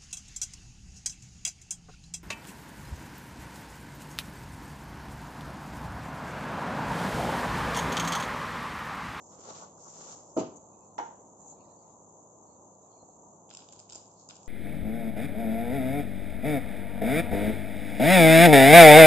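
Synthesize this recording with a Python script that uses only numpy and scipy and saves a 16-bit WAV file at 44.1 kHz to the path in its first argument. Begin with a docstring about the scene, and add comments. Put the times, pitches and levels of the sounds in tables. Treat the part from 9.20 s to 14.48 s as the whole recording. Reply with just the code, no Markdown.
"""Thick batter sizzles faintly in a pan over the rush of a stove, close by in a small kitchen.
A spatula stirs in two bursts and is dropped on the rim with a thud; a utensil knocks beside the pan.
Then chopped nuts slide out of a glass bowl onto the batter.
Knocks are sums of decaying modes; crackle, scrape, fizz and patter are coloured random clicks;
the stove is coloured noise with a faint hum. Two microphone ports pick it all up."""
import sys
import numpy as np
from scipy import signal
from scipy.fft import rfft, irfft, next_fast_len
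from scipy.io import wavfile

SR = 44100
rng = np.random.default_rng(int(sys.argv[2]) if len(sys.argv) > 2 else 0)


def generate_wav(sig):
    """Save sig (samples, or channels by samples) to the path in sys.argv[1] as 16-bit PCM at SR."""
    pcm = np.round(np.clip(np.atleast_2d(sig).T, -1, 1) * 32767).astype(np.int16)
    wavfile.write(sys.argv[1], SR, pcm)


N = 232803
TIME = np.arange(N) / SR

# spatula strokes: (start [s], time to full push [s], time held [s], wet crackle [dB], scrape on the pan [dB])
STROKES = [(0.095, 0.033, 0.012, -66.5, -61), (0.15, 0.14, 0.095, -53, -54),
           (.585, 0.0093, 0.017, -73, -68.5), (0.598, 0.24, 0.085, -56, -57)]
# clumps of nuts let go by each shake of the bowl: (start [s], length [s], level [dB])
SLIDES = [(4.297, .11, -68), (4.485, 0.12, -73), (4.695, 0.08, -67.5), (5.087, 0.05, -68)]
SPATULA_DROP_S, UTENSIL_KNOCK_S = 1.1652, 1.7868


def stirring():
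    """Wet batter tears in tiny crackles while the blade rubs the pan in uneven slips; both grow with the push."""
    # blade catches on the pan: (middle [s], half length [s], level [dB])
    scuffs = [(.275, 0.015, -55.5), (0.306, 0.02, -51), (0.434, 0.023, -52), (0.582, 0.0061, -57),
              (0.673, 0.028, -56)]
    # wet crackle: (frequency [Hz], level [dB])
    crackle_colour = [(940, -38), (1600, -11.5), (2300, -14.5), (4110, -7.5), (4960, -7.5), (6840, -4.5),
                      (7650, -5), (8090, -30), (8500, -58), (11000, -100), (18700, -120)]
    # blade on the pan: (frequency [Hz], level [dB])
    scrape_colour = [(90, -11.5), (160, -1), (300, -6.5), (480, 1), (850, -2.5), (1250, -5.5), (1500, -14),
                     (1800, -31)]
    # pan wall under the rubbing blade: (frequency [Hz], level [dB])
    wall_colour = [(700, -19.5), (850, 13.5), (1000, -19.5), (1120, 11), (1230, 1.5), (1420, 0.5),
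                   (1650, -29)]
    drag_crackle_db = -89  # the blade still drags lightly between strokes
    wall_db, wall_onset_db, wall_growth = -51.5, -52, 1.4  # level at this scrape level; dB per dB of scrape

    tear, rub = undb(drag_crackle_db), 0
    for push, (_, _, _, crackle_db, scrape_db) in zip(pushes(), STROKES):
        tear = np.hypot(tear, undb(crackle_db) * push ** 1.27)
        rub = np.hypot(rub, undb(scrape_db) * push ** 0.97)
    scuffing = sum(undb(db) * puff(s, width) for s, width, db in scuffs)
    rub = np.hypot(rub, scuffing)

    crackle = unit(colour(grains(rate=2200, spread_db=-0.5), crackle_colour)) * tear
    scrape = unit(colour(diffuse(grains(rate=1200, spread_db=2.0)), scrape_colour)) * rub
    # the wall sings out of proportion under a hard push
    wall_gain = undb(wall_db) * (rub / undb(wall_onset_db)) ** wall_growth
    wall = unit(colour(grains(rate=990, spread_db=0.5), wall_colour)) * wall_gain
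    slips = undb(1.6 * walk(59.25))
    return in_hand() * slips * (crackle + scrape + wall)


def pushes():
    """How hard the hand pushes (0-1), one row per stroke; the push dies away when the hand turns."""
    release_s = 0.07
    return np.array([gesture(s, attack, hold, release_s) for s, attack, hold, _, _ in STROKES])


def in_hand():
    """1 while the spatula is held, falling to 0 just as it lands on the rim."""
    return np.clip((SPATULA_DROP_S - TIME) / 0.038, 0, 1)


def spatula_drop():
    """The handle falls on the rim; the batter damps the pan to a thud."""
    # struck pan: (frequency [Hz], level [dB], t60 [s], swell [s], left minus right [dB])
    modes = [(156, -45, .45, .006, -2), (195, -43, .35, .006, 1), (268, -25.5, .13, .002, 2),
             (291, -32, .4, .003, 3), (319, -20.5, .1, .002, 0), (348, -23.5, .1, .003, 0),
             (381, -36, .38, .003, 2), (394, -34, .15, .002, 0), (410, -38, .25, .003, 1),
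             (429, -37, .25, .003, 0), (464, -29.5, .14, .001, 1), (542, -31.5, .1, .001, 3),
             (643, -25.5, .27, .001, -3), (712, -44, .2, .001, -2), (741, -40.5, .4, .001, -2),
             (770, -42, .25, .002, 1), (898, -41.5, .3, .001, -2), (969, -41, .2, .001, 1),
             (1025, -44, .3, .002, -1), (1249, -48, .3, .002, 0), (1320, -46, .2, .001, 4)]
    # contacts as it chatters to rest: (time [s], dull push [dB], sharp tick [dB])
    contacts = [(1.166, 2.5, -9.5), (1.174, -7, -2.5), (1.182, 3.5, -11.5), (1.1925, -34, 0.5),
                (1.203, -0.5, -28)]
    # dense damped ringing from the push: (frequency [Hz], level [dB])
    thud = [(70, -22), (150, -13), (240, -7.5), (330, -6.5), (420, -6), (540, -11.5), (750, -9.5),
            (1000, -16), (1350, -18.5), (1650, -33.5)]
    # dense damped ringing from the hard edge: (frequency [Hz], level [dB])
    edge = [(1500, -7.5), (2000, 0), (2800, 0), (4000, -2), (5500, 0.5), (6900, -1), (7900, -12)]
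    rattle = chatter(contacts, thud, edge, push_db=-9.5, tick_db=-38.5, push_t60=0.038, tick_t60=0.039)
    tone = ring(SPATULA_DROP_S, modes, lag_s=.00005, alternate=True)
    return tone + kitchen(rattle, wet_db=3, t60=0.35)


def utensil_knock():
    """A lighter, harder knock with less room around it."""
    # struck utensil: (frequency [Hz], level [dB], t60 [s], swell [s], left minus right [dB])
    modes = [(322, -46, .2, .003, -1), (480, -44, .3, .003, -1), (708, -40, .22, .002, 6),
             (806, -38, .36, .003, -7), (835, -36.5, .28, .002, -7), (862, -37.5, .28, .002, -2),
             (870, -25, .035, .002, 0), (883, -35, .34, .002, -4), (900, -36, .24, .002, -1),
             (924, -37.5, .36, .003, 2), (950, -42, .25, .003, 2), (1023, -45, .33, .002, -3),
             (1190, -46, .12, .001, 1), (1214, -43, .16, .001, -1), (1428, -47, .18, .001, 0),
             (1530, -51, .18, .001, 1), (1696, -52, .22, .001, 2), (2196, -52, .19, .001, -2),
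             (2487, -61, .25, .001, 1), (2972, -58, .22, .001, 0)]
    # contacts as it chatters to rest: (time [s], dull push [dB], sharp tick [dB])
    contacts = [(1.7812, -1, 3.5), (1.788, -2.5, -6), (1.797, -4, -7), (1.83, -14, -17),
                (1.906, -16.5, -30)]
    # dense damped ringing from the push: (frequency [Hz], level [dB])
    thud = [(200, -16.5), (310, -4), (480, -10), (620, -8.5), (880, 5.5), (1150, -10.5), (1500, -23)]
    # dense damped ringing from the hard edge: (frequency [Hz], level [dB])
    edge = [(1300, 5), (1800, 1.5), (2400, -9.5), (3200, -8.5), (4800, -18), (6400, -6), (7600, -21)]
    rattle = chatter(contacts, thud, edge, push_db=-14.0, tick_db=-32.5, push_t60=0.038, tick_t60=0.06)
    tone = ring(UTENSIL_KNOCK_S, modes, lag_s=0.00024, alternate=False)
    return tone + kitchen(rattle, wet_db=-3, t60=0.42)


def ring(start, modes, lag_s, alternate):
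    """Modes swell under the push while they die away; the left port hears them a little later."""
    age = np.maximum(TIME[:SR * 3] - start - np.array([[lag_s], [0]]), 0)
    out = np.zeros((2, N))
    for k, (hz, db, t60, swell, pan_db) in enumerate(modes):
        shape = (1 - np.exp(-age / swell)) * np.exp(-np.log(1000) * age / t60)
        # where neighbouring modes start in opposite directions, the knock blooms just after the contact
        sign = (-1) ** k if alternate else 1
        gain = sign * undb(db + np.array([[pan_db], [-pan_db]]) / 2)
        out[:, :age.shape[1]] += gain * shape * np.sin(2 * np.pi * hz * age)
    return out


def chatter(contacts, thud, edge, push_db, tick_db, push_t60, tick_t60):
    """Each contact sets off a crowd of short modes: low ones by its push, high ones by its hard edge."""
    push = sum(undb(push_db + db) * fade(s, push_t60) for s, db, _ in contacts)
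    tick = sum(undb(tick_db + db) * fade(s, tick_t60) for s, _, db in contacts)
    dull = colour(push * diffuse(rng.standard_normal((2, N))), thud)
    sharp = colour(tick * rng.standard_normal((2, N)), edge)
    return dull + sharp


def nuts():
    """Dry slivers click on each other over the patter of the sliding heap; lesser clicks follow the flow."""
    # loudest knocks, together or on the glass: (time [s], low ring [dB], bright ring [dB])
    loud_clicks = [(4.2926, -57, -53), (4.3025, -50, -43.5), (4.3105, -43, -53), (4.3285, -55, -50),
                   (4.3327, -54, -56), (4.3373, -52, -42), (4.3487, -45, -36.5), (4.3703, -42, -36),
                   (4.39, -48, -54), (4.4041, -55, -55), (4.4214, -52, -51), (4.4872, -47.5, -48.5),
                   (4.5239, -55, -42), (4.5281, -55, -48.5), (4.5333, -57, -45), (4.5618, -60, -48),
                   (4.5894, -54.5, -50), (4.5937, -65, -41), (4.5995, -55, -41), (4.6924, -55, -54),
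                   (4.6974, -48.5, -38.5), (4.7054, -47, -48), (4.7223, -45.5, -38), (4.7266, -50, -43),
                   (4.731, -50, -38), (4.7476, -53, -38), (4.7541, -53, -34.5), (4.7576, -53, -36),
                   (4.7626, -55, -43), (4.7715, -53, -51), (4.7783, -63, -44.5), (4.7945, -63, -53),
                   (4.8564, -70, -50), (4.913, -76, -53), (4.9374, -78, -51.5), (4.9965, -73, -51),
                   (5.0132, -71, -53), (5.0883, -61, -38), (5.0924, -58, -50), (5.0981, -42.5, -51),
                   (5.1017, -50, -42), (5.1078, -40, -49), (5.155, -65, -44.5), (5.1655, -53.5, -47),
                   (5.2305, -59, -46.5), (5.2586, -69, -49)]
    # low ring of a sliver: (frequency [Hz], level [dB])
    low_ring = [(1400, -1), (1900, -17), (2450, -3), (3100, 0), (3700, 0), (4300, -7.5), (5000, 3),
                (5600, -14)]
    # bright ring of a sliver: (frequency [Hz], level [dB])
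    bright_ring = [(4400, -14.5), (4950, -1), (5600, -4), (6500, -5.5), (7450, 6), (7900, -9.5)]
    # patter of the heap: (frequency [Hz], level [dB])
    patter_colour = [(1400, 2.5), (2000, -17.5), (2600, -7), (4000, 3), (4600, 1), (5000, -3.5),
                     (5600, -5.5), (7300, -20), (8200, -31)]
    # a few slivers skid down the glass: middle [s], half length [s], level [dB]
    skid_middle, skid_width, skid_db = (5.01, 0.044, -64.5)
    # slivers on the glass: (frequency [Hz], level [dB])
    skid_colour = [(3200, -24), (4300, 1), (5000, -3), (7400, 4), (8100, -20)]
    slivers_per_s, sliver_db, scatter_db = 60, 3.5, 5  # lesser clicks; levels relative to the flow

    flow = sliding()
    chance = rng.random((N // 100, 3))
    gaps = -np.log(1 - chance[:, 0]) / slivers_per_s
    times = SLIDES[0][0] + np.cumsum(gaps)
    lesser = []
    for s, size in zip(times, chance[:, 1:]):
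        if s < TIME[-1]:
            flow_db = 20 * np.log10(flow[int(s * SR)] + 1e-9)
            lesser.append((s, *(flow_db + sliver_db + scatter_db * (2 * size - 1))))

    clicks = np.zeros((2, N))
    for s, low_db, bright_db in [*loud_clicks, *lesser]:
        one = undb(low_db) * click(low_ring) + undb(bright_db) * click(bright_ring)
        start = int(s * SR)
        clicks[:, start:start + one.shape[1]] += one[:, :N - start]
    patter = unit(colour(grains(rate=600, spread_db=3.5), patter_colour)) * flow
    skid_gain = undb(skid_db) * puff(skid_middle, skid_width)
    skid = unit(colour(grains(rate=1100, spread_db=0.0), skid_colour)) * skid_gain
    return kitchen(clicks + patter + skid, wet_db=-5.5, t60=0.44)


def click(ring_colour):
    """One sliver's dry crack at both ports: a crowd of heavily damped modes, different for every sliver."""
    swell_s, ring_t60_s = .0003, .009
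    age = TIME[:1024]
    shape = (1 - np.exp(-age / swell_s)) * np.exp(-np.log(1000) * age / ring_t60_s)
    crack = colour(rng.standard_normal((2, len(age))) * shape, ring_colour)
    # fixed energy: that of 0.62 ms at rms 1
    return crack * np.sqrt(.00062 * SR / np.sum(crack ** 2, axis=1, keepdims=True))


def sliding():
    """Flow of nuts from the bowl, as a gain: clumps that let go at once, over a thin trickle of slivers."""
    attack_s, settle_s, trickle_db = 0.0053, .04, -86
    tipped = np.clip((TIME - SLIDES[0][0]) / attack_s, 0, 1)
    clumps = sum(undb(db) * gesture(s, attack_s, length, settle_s) for s, length, db in SLIDES)
    return np.hypot(clumps, undb(trickle_db) * tipped)


def sizzling():
    """Countless minute bursts of steam at the hot rim; stirring and landing nuts stir up a broader fizz."""
    # spits of steam at the rim: (middle [s], half length [s], level [dB])
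    rim_spits = [(1.189, 0.027, -48), (1.368, 0.011, -53.5), (2.221, 0.03, -59.5), (2.3, 0.035, -51)]
    # frying at the rim: (frequency [Hz], level [dB])
    rim_colour = [(1700, -49), (3300, -41.5), (5000, -38.5), (5750, -21), (6300, -6), (6800, -3),
                  (7450, -5.5), (8100, -32.5)]
    # fizz while stirring, before its gain: (time [s], level [dB])
    stirred_fizz = [(0.03, -66), (0.15, -60), (0.172, -73), (0.194, -58.5), (0.432, -54), (0.504, -83),
                    (0.616, -56), (0.924, -52), (1.05, -64), (1.096, -62.5), (1.15, -67)]
    # fizz of freshly spread batter: (frequency [Hz], level [dB])
    fresh_colour = [(2500, -39.5), (3800, -29.5), (5000, -15.5), (5750, -6), (6400, -4), (6900, -2.5),
                    (7500, -2.5), (8100, -24)]
    start_db, sag_db_per_s = -62, 0.28  # the frying slowly calms
    stirred_gain_db, landing_db = 1, -5  # landing fizz is relative to the flow of nuts

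    spits = sum(undb(db) * puff(s, width) for s, width, db in rim_spits)
    steady = undb(start_db - sag_db_per_s * TIME)
    rim = unit(colour(grains(rate=5400, spread_db=-5.0), rim_colour)) * np.hypot(steady, spits)
    stirred = undb(stirred_gain_db + np.interp(TIME, *np.transpose(stirred_fizz))) * in_hand()
    landing = undb(landing_db) * sliding()
    fresh = unit(colour(grains(rate=3000, spread_db=-1.0), fresh_colour)) * np.hypot(stirred, landing)
    flicker_db = np.array([walk(14), walk(14)])
    return (rim + fresh) * undb(flicker_db)


def plops():
    """Small pockets in the batter pop with a few damped, rising cycles."""
    # soft plops: (time [s], starting pitch [Hz], level [dB])
    pockets = [(.189, 455, -42.5), (0.785, 477, -42), (2.325, 804, -41), (3.828, 600, -39),
               (3.887, 720, -44), (3.988, 686, -53), (4.264, 770, -51), (4.756, 630, -40.5)]
    out = np.zeros(N)
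    for s, hz, db in pockets:
        age = np.clip(TIME - s, 0, .1)
        out += undb(db) * fade(s, 0.015) * np.sin(2 * np.pi * hz * age * (1 + 4 * age))
    soft = signal.sosfilt(signal.butter(4, 1200, fs=SR, output="sos"), out)
    return kitchen(np.array([soft, soft]), wet_db=-2.5, t60=0.1)


def faint_hiss():
    """Faint treble hiss flickers from pitch to pitch in narrow bands, more to the left."""
    # swells of hiss: (middle [s], half length [s], level [dB])
    swells = [(1.616, 0.13, -85), (2.224, 0.029, -81), (2.42, 0.13, -76), (2.68, 0.06, -79.5),
              (3.326, 0.063, -82.5), (3.77, 0.17, -82)]
    # hiss: (frequency [Hz], level [dB])
    hiss_colour = [(1800, -11), (2200, -14), (2550, -4), (3100, -21), (3700, -6), (4200, 2.5), (4550, -2),
                   (5100, -4)]
    floor_db = -99.5  # between the swells
    band_hz, flicker_db, flicker_per_s = 200, 6, 22

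    hiss = colour(grains(rate=59000, spread_db=0.0), hiss_colour)
    flickering = 0
    for hz in np.linspace(1800, 5700, 22):
        band = signal.butter(2, [hz - band_hz / 2, hz + band_hz / 2], "band", fs=SR, output="sos")
        flickering = flickering + signal.sosfilt(band, hiss) * undb(flicker_db * walk(flicker_per_s))
    level = undb(floor_db) + sum(undb(db) * puff(s, width) for s, width, db in swells)
    left_right_db = np.array([[4], [-2]])
    return unit(flickering) * level * undb(left_right_db)


def stove():
    """A low, slightly fluttering rush that slowly eases off, with a faint wavering hum."""
    # rush: (frequency [Hz], level [dB])
    rush_colour = [(25, -17.5), (45, -14.5), (75, -5), (105, -8), (150, -2.5), (300, -1.5), (400, -2.5),
                   (560, -0.5), (750, -2), (980, -1.5), (1250, -13), (1500, -29.5), (1900, -47.5),
                   (4000, -43.5)]
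    # hum: (frequency [Hz], level [dB])
    hum_tones = [(104, -71.5), (161, -72), (196, -73.5)]
    start_db, sag_db_per_s = -55, 0.606
    rush = unit(colour(diffuse(rng.standard_normal((2, N))), rush_colour))
    rush = rush * undb(start_db - sag_db_per_s * TIME + walk(12))
    hum = 0
    for hz, db in hum_tones:
        tone = np.sqrt(2) * np.sin(2 * np.pi * hz * TIME + walk(8))
        hum = hum + undb(db + 2 * walk(2.8)) * tone
    return rush + hum


def kitchen(x, wet_db, t60):
    """Direct sound plus the dense echo of a small hard room."""
    size = SR * 3 // 4
    arrive = np.clip((TIME[:size] - .004) / 0.00043, 0, 1)
    tail = diffuse(rng.standard_normal((2, size))) * arrive * fade(0, t60)[:size]
    tail /= np.sqrt(np.sum(tail ** 2, axis=1, keepdims=True))
    return x + undb(wet_db) * signal.fftconvolve(x, tail, axes=1)[:, :N]


def diffuse(pair):
    """Two unrelated signals become a sound field whose likeness at the two ports varies with frequency."""
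    # likeness of the two ports: (frequency [Hz], correlation [-])
    likeness = [(60, 0.62), (250, 0.89), (500, 0.88), (1000, 0.4), (2000, 0.012), (8000, 0.59)]
    size = pair.shape[-1]
    padded = 2 * next_fast_len(size // 2 + 1)
    alike = np.clip(over_freq(likeness, padded), -1, 1)
    mid, side = rfft(pair, padded) * np.sqrt([1 + alike, 1 - alike])
    return irfft(np.array([mid + side, mid - side]) / np.sqrt(2))[:, :size]


def grains(rate, spread_db):
    """Random tiny clicks at each port, rate per second, their sizes scattered by spread_db."""
    hit = rng.random((2, N)) < rate / SR
    size = undb(spread_db * np.minimum(rng.exponential(size=(2, N)), 4))
    return unit(hit * size * rng.standard_normal((2, N)))


def colour(x, points):
    """Causal minimum-phase filter with the given spectrum, falling away steeply past both ends."""
    size = x.shape[-1]
    (low_hz, low_db), (high_hz, high_db) = points[0], points[-1]
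    closed = [(low_hz / 2, low_db - 30), *points, (high_hz * 2, high_db - 60)]
    padded = 2 * next_fast_len(size // 2 + 2048)
    # folding the cepstrum onto positive time makes the filter causal
    cepstrum = irfft(np.log(undb(over_freq(closed, padded))))
    cepstrum[1:padded // 2] *= 2
    cepstrum[padded // 2 + 1:] = 0
    return irfft(rfft(x, padded) * np.exp(rfft(cepstrum)))[..., :size]


def over_freq(points, size):
    """Spectrum points joined on a log-frequency axis."""
    hz, value = np.transpose(points)
    return np.interp(np.log(np.fft.rfftfreq(size, 1 / SR) + 1), np.log(hz), value)


def walk(rate):
    """Random values with a spread near 1, rate per second, joined by straight lines."""
    knots = rng.standard_normal(1024)
    return np.interp(TIME * rate, np.arange(len(knots)), knots)


def fade(start, t60):
    """Silence, then an exponential decay."""
    age = TIME - start
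    return (age >= 0) * np.exp(-np.log(1000) * np.clip(age / t60, 0, 3))


def gesture(start, attack, hold, release):
    """Straight rise, hold, exponential release."""
    age = TIME - start
    return np.clip(age / attack, 0, 1) * np.exp(-np.maximum(age - attack - hold, 0) / release)


def puff(middle, width):
    """A smooth swell and fall."""
    return np.exp(-((TIME - middle) / width) ** 2)


def undb(db):
    """Decibels to gain."""
    return 10 ** (np.asarray(db) / 20)


def unit(x):
    """Scale to rms 1."""
    return x / np.sqrt(np.mean(x ** 2))


def scene():
    """Everything at the stove, with a faint hiss."""
    handling = stirring() + spatula_drop() + utensil_knock() + nuts()
    frying = sizzling() + plops()
    return handling + frying + faint_hiss() + stove()


def port(x, hz, q, lift):
    """A microphone port lifts the treble around its own resonance."""
    return x + lift * signal.lfilter(*signal.iirpeak(hz, q, fs=SR), x)


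def record(dry):
    """Two slightly unlike ports, the left one duller, a rumble filter, then a steep cut of the top."""
    top_hz = 7950
    left, right = port(dry[0], hz=6600, q=9, lift=.6), port(dry[1], hz=7380, q=22, lift=.6)
    left = signal.sosfilt(signal.butter(8, 7650, fs=SR, output="sos"), left)
    both = signal.sosfilt(signal.butter(1, 65, "high", fs=SR, output="sos"), np.array([left, right]))
    return signal.sosfilt(signal.ellip(10, .2, 70, top_hz, fs=SR, output="sos"), both)


dry = scene()
out = record(dry)
generate_wav(out)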